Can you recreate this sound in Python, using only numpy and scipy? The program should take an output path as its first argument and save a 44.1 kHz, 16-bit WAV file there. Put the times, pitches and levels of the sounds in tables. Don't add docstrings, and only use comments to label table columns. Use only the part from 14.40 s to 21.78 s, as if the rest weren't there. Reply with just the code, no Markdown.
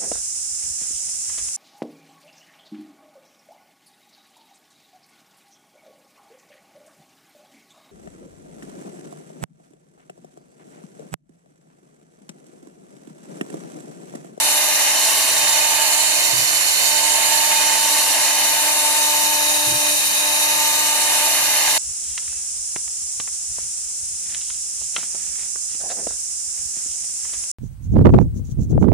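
import sys
import numpy as np
from scipy import signal
from scipy.fft import rfft, irfft
from scipy.io import wavfile
from scipy.ndimage import uniform_filter1d, map_coordinates

SR = 44100
rng = np.random.default_rng(int(sys.argv[2]) if len(sys.argv) > 2 else 0)


def dump(signal):
    limited = np.clip(np.atleast_2d(signal).T, -1, 1)
    pcm = np.round(limited * 32767).astype(np.int16)
    wavfile.write(sys.argv[1], SR, pcm)


N = 325455
TIME_S = np.arange(N) / SR
BINS_HZ = np.maximum(np.fft.rfftfreq(N, 1 / SR), 1)

# time in seconds, place from -1 (left) to 1 (right).
HEAD_PATH = [(0, -0.42), (2.0, 0.7), (2.2, 0.8), (2.45, 0.63), (5.2, -0.84), (5.45, -0.85), (5.7, -0.87),
             (7.37, -0.11)]
PASSES_S = [(-.5, 2.15), (2.43, 5.56), (5.79, 8.0)]

# frequency in Hz, level in dB.
DRIVE_HUM = [(127, -65.5), (220, -65.5)]
# start and end in seconds, frequency in Hz, level in dB.
DRIVE_DRONES = [(2.05, 3.4, 64, -64), (4.6, 5.3, 70, -66), (5.85, 7.5, 73.8, -63)]
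# start in seconds, level in dB.
BRAKE_JOLTS = [(1.929, -36.5), (1.986, -39), (5.267, -36), (5.312, -33), (7.261, -48)]
# frequency in Hz, peak in dB relative to the jolt, swell time in seconds.
GANTRY_MODES = [(123.5, 2, 0.016), (143.6, -4, 0.02), (348, -1, 0.0099)]

# frequency in Hz, density in dB per Hz.
RUMBLE_SPECTRUM = [(20, -89), (50, -81), (70, -78.5), (90, -77), (135, -74.5), (190, -76.5), (380, -73.5),
                   (700, -78)]
# frequency in Hz, density in dB per Hz.
FAN_SPECTRUM = [(300, -83), (520, -70.4), (680, -62), (1060, -59.3), (1400, -68.8), (1600, -63.3),
                (2000, -60.8), (2330, -68.5), (2900, -62), (3300, -79)]
# frequency in Hz, correlation.
FAN_CORRELATION = [(130, 0.95), (450, 0.6), (760, 0.99), (900, 0.56), (1050, 0.63), (1400, 0.36),
                   (2000, 0.41), (2650, 0.21), (3400, 0.5)]
# frequency and width in Hz, left and right density in dB per Hz,
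# left and right gain in dB per unit of place.
HOUSING_MODES = [(631, 118, -60.3, -59.5, -0.2, 1.2), (882, 68, -55, -54.8, 0, 0),
                 (1781, 290, -60.3, -58.6, -4.2, 2.9), (2137, 160, -56.2, -55.2, 0.4, 1.9),
                 (2480, 125, -53.3, -54.3, 3, 0), (2783, 170, -55.8, -55.3, 0.8, 2),
                 (3059, 100, -55.4, -53.7, 2, -3.2)]
# peak gain in dB, loudest place, loss in dB one unit away.
FAN_PICKUP = [(0, -0.039, 3.9), (0, 0.4, 1.5)]

# frequency in Hz, left and right density in dB per Hz.
HISS_SPECTRUM = [(3400, -72.1, -70.0), (3600, -60.2, -55.6), (4650, -63.4, -64.1), (5150, -64.6, -63.3),
                 (5600, -60.3, -57.1), (6500, -61.0, -58.2), (7950, -61.5, -58.3), (8400, -58.1, -57.6),
                 (10450, -57.5, -59.0), (11100, -59.3, -60.0), (12100, -56.5, -60.4), (12600, -61.8, -62.6),
                 (13400, -62.8, -66.6), (13800, -60.3, -64.6), (14200, -62.3, -67.6)]
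HISS_PICKUP = [(0, -1.1, 0.5), (0, 0.73, 0.62)]
BEAM_PICKUP = [(0.75, -0.8, 1.2), (0.5, 0.2, 1.5)]
# peak density in dB per Hz, loudest place, loss in dB one unit away.
GAP_MODES = [(2490, 110, -54.5, -0.8, 25, -63, -0.8, 10), (2790, 140, -56.5, -0.6, 12, -63, -0.5, 10),
             (2980, 180, -53.5, 0.42, 60, -56, 0.44, 60), (3820, 170, -64, -0.5, 3, -49.5, -0.85, 24),
             (3790, 370, -59, -0.2, 6, -55.5, 0.29, 12), (4290, 165, -54.5, -0.3, 6, -48, 0.75, 3.3),
             (4730, 380, -60.5, -0.1, 4, -56, 0.63, 1.2), (5860, 420, -63, 0, 5, -52.3, 0.11, 3.6),
             (6800, 650, -62.3, 0.14, 3, -51.5, -0.65, 10), (6820, 260, -60, 0.68, 10, -49.5, 0.58, 17),
             (7350, 230, -63.7, 0, 7, -47.2, 0.66, 9), (7375, 240, -65, -0.83, 10, -52.5, -0.26, 16),
             (8890, 740, -59.7, -0.8, 2.7, -59, 0.5, 15), (9510, 380, -58, -0.77, 15, -55, 0.73, 9.5),
             (9830, 180, -52.5, -0.32, 4, -57.5, 0.31, 4), (10040, 550, -56, 0.1, 8, -55.3, 0.1, 7)]

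# place, left and right level in dB.
ORDER_1_BY_PLACE = [(-.85, -47, -41), (-.6, -51, -43), (-.3, -58, -44.5), (0, -59, -46), (.67, -53, -48)]
ORDER_2_BY_PLACE = [(-.85, -38, -34), (-.7, -40, -35), (-.55, -44, -38), (-.35, -46, -33.5),
                    (-.17, -44, -40), (0, -43, -46), (.2, -42, -42.5), (.45, -39, -41), (.67, -44, -45)]
ORDER_4_BY_PLACE = [(-.85, -55, -54), (-.7, -41, -45), (-.55, -36, -41), (-.35, -44, -43), (-.2, -55, -39),
                    (0, -53, -47), (.3, -39, -51), (.5, -44, -49), (.67, -52, -52)]
LEFTWARD_GAIN_DB = [(2, 2), (4.5, 0), (-3.5, -2)]
# time in seconds, left and right level in dB.
ORDER_3_BY_TIME = [(0, -30, -33), (.35, -41, -35), (.62, -40, -45), (.85, -41, -38), (1.05, -39, -30),
                   (1.3, -38, -26.7), (1.6, -39, -29.5), (2.0, -40, -43), (2.45, -42, -30),
                   (2.65, -34.5, -26), (2.9, -33.5, -25.2), (3.35, -32.5, -24.5), (3.85, -31.5, -33),
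                   (4.35, -25.7, -37), (4.95, -24.5, -40), (5.5, -33, -46), (5.85, -28.5, -47),
                   (6.3, -25.5, -44), (6.82, -31, -30.5), (7.0, -47, -38), (7.37, -35, -43)]
# multiple of the shaft rate, level in dB.
UPPER_ORDERS = [(5, -47.5), (6, -51), (7, -54), (10, -37.5)]


def undb(db):
    return 10 ** (np.asarray(db) / 20)


def curves(table, at=TIME_S):
    knots, *columns = np.transpose(table)
    return np.array([np.interp(at, knots, column) for column in columns])


def spectra(table):
    hz, *columns = np.transpose(table)
    octaves_out = np.abs(np.log2(BINS_HZ / np.clip(BINS_HZ, hz[0], hz[-1])))
    return undb([np.interp(np.log(BINS_HZ), np.log(hz), db) - 48 * octaves_out for db in columns])


def resonance(hz, width_hz):
    return 1 / (1 + 2 * ((BINS_HZ - hz) / width_hz) ** 2)


def noise(gain, correlation=0):
    mid, side = rfft(rng.standard_normal((2, N)))
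    mid, side = mid * np.sqrt(1 + correlation), side * np.sqrt(1 - correlation)
    return irfft(gain * np.array([mid + side, mid - side]), N) * np.sqrt(SR) / 2


def walk(rate_hz):
    return map_coordinates(rng.standard_normal(4096), [TIME_S * rate_hz], order=2, mode="wrap")


def pickup_db(ports, place):
    return np.array([db - loss_db * (place - loudest) ** 2 for db, loudest, loss_db in ports])


def port_delay(sound, place, lag_s_per_unit=0.00024, centre=0.03):
    lag_samples = np.array([[.5], [-.5]]) * lag_s_per_unit * (place - centre) * SR
    return np.array([map_coordinates(port, [np.arange(N) - lag], order=3, mode="wrap")
                     for port, lag in zip(sound, lag_samples)])


def gantry(waver_db=4.0, slip_rad=0.43, fade_s=.12):
    out = np.zeros(N)
    for hz, db in DRIVE_HUM:
        amplitude = np.sqrt(2) * undb(db + waver_db * walk(6.7))
        out += amplitude * np.sin(2 * np.pi * hz * TIME_S + slip_rad * walk(10))
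    for start_s, end_s, hz, db in DRIVE_DRONES:
        running = np.clip(np.minimum(TIME_S - start_s, end_s - TIME_S) / fade_s, 0, 1)
        out += np.sqrt(2) * running * undb(db + waver_db * walk(7.5)) * np.sin(2 * np.pi * hz * TIME_S)
    for start_s, jolt_db in BRAKE_JOLTS:
        age_s = np.maximum(TIME_S - start_s, 0)
        for hz, db, swell_s in GANTRY_MODES:
            envelope = age_s / swell_s * np.exp(1 - age_s / swell_s)
            out += undb(jolt_db + db) * envelope * np.sin(2 * np.pi * hz * age_s)
    return out


def fan(place, idle, idle_gain_db=0.1, gust_db=0.76):
    correlation, = curves(FAN_CORRELATION, at=BINS_HZ)
    roar = noise(spectra(FAN_SPECTRUM), correlation)
    for hz, width_hz, left_db, right_db, *travel_db in HOUSING_MODES:
        ring = noise(resonance(hz, width_hz) * undb([[left_db], [right_db]]), correlation)
        roar += ring * undb(np.outer(travel_db, place))
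    roar *= undb(pickup_db(FAN_PICKUP, place) + idle_gain_db * idle + gust_db * walk(25))
    rumble = noise(spectra(RUMBLE_SPECTRUM), correlation)
    return port_delay(roar + rumble, place)


def bit_hiss(place, beam_hz=10000, grain_db=0.49, flicker_db=1.24):
    hiss = port_delay(noise(spectra(HISS_SPECTRUM), correlation=.45), place)
    treble = signal.sosfilt(signal.butter(2, beam_hz, "high", fs=SR, output="sos"), hiss)
    hiss += treble * (undb(pickup_db(BEAM_PICKUP, place)) - 1)
    for hz, width_hz, *ports in GAP_MODES:
        ring_db = pickup_db(np.reshape(ports, (2, -1)), place)
        hiss += noise(resonance(hz, width_hz)) * undb(ring_db + flicker_db * walk(45))
    return hiss * undb(pickup_db(HISS_PICKUP, place) + grain_db * walk(45))


def standing_waves(sound, place, spread_db=2.2, patch_hz=60, patches_per_unit=5):
    hz, frame_s, cells = signal.stft(sound, SR, nperseg=1024)
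    travel = np.interp(frame_s, TIME_S, place) + 1
    grid = np.meshgrid(hz / patch_hz, travel * patches_per_unit, indexing="ij")
    patches = rng.standard_normal((2, 256, 16))
    pattern = np.array([map_coordinates(port, grid, order=2, mode="mirror") for port in patches])
    gain = undb(spread_db * pattern)
    gain /= np.sqrt(np.mean(gain ** 2))
    return signal.istft(cells * gain, SR, nperseg=1024)[1][:, :N]


def cutting(entry_s=0.1, exit_s=0.031):
    return sum(np.clip(np.minimum((TIME_S - start_s) / entry_s, (end_s - TIME_S) / exit_s) + .5, 0, 1)
               for start_s, end_s in PASSES_S)


def order_levels_db(place):
    leftward = uniform_filter1d(1. * (np.gradient(place) < 0), size=4096)
    tables = ORDER_1_BY_PLACE, ORDER_2_BY_PLACE, ORDER_4_BY_PLACE
    return [curves(table, at=place) + np.outer(gain_db, leftward)
            for table, gain_db in zip(tables, LEFTWARD_GAIN_DB)]


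def spindle(place, idle, shaft_hz=299.4, wander_hz=0.266, idle_gain_db=-11, waver_db=0.48, fade_db=3):
    turns = np.cumsum(shaft_hz + wander_hz * walk(5.4)) / SR
    left = np.array([[1], [0]])

    def tone(order, db, phase_rad=0):
        amplitude = np.sqrt(2) * undb(db + waver_db * walk(13))
        return amplitude * np.sin(2 * np.pi * order * turns + phase_rad)

    first_db, second_db, fourth_db = order_levels_db(place)
    load_db = idle_gain_db * idle
    out = tone(1, first_db + 0.65 * load_db)
    out += tone(2, second_db + load_db, phase_rad=-1.3 * left)
    out += tone(3, curves(ORDER_3_BY_TIME) + load_db, phase_rad=(1 + 0.82 * place) * left)
    out += tone(4, fourth_db + load_db, phase_rad=walk(2.1) * left)
    for order, db in UPPER_ORDERS:
        fade = np.array([np.tanh(walk(2.78)) for _ in range(2)])
        drift_rad = np.array([np.pi * walk(0.68) + 0.33 * walk(40) for _ in range(2)])
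        out += tone(order, db + fade_db * fade, drift_rad)
    return out


def scene():
    place, = curves(HEAD_PATH)
    idle = 1 - cutting()
    rush = fan(place, idle) + bit_hiss(place)
    return spindle(place, idle) + standing_waves(rush, place) + gantry()


def record(dry):
    ceiling, cutoff_hz = .85, 14300
    rounded = dry / (1 + (dry / ceiling) ** 8) ** (1 / 8)
    return signal.sosfilt(signal.ellip(12, .1, 90, cutoff_hz, fs=SR, output="sos"), rounded)


dry = scene()
out = record(dry)
dump(out)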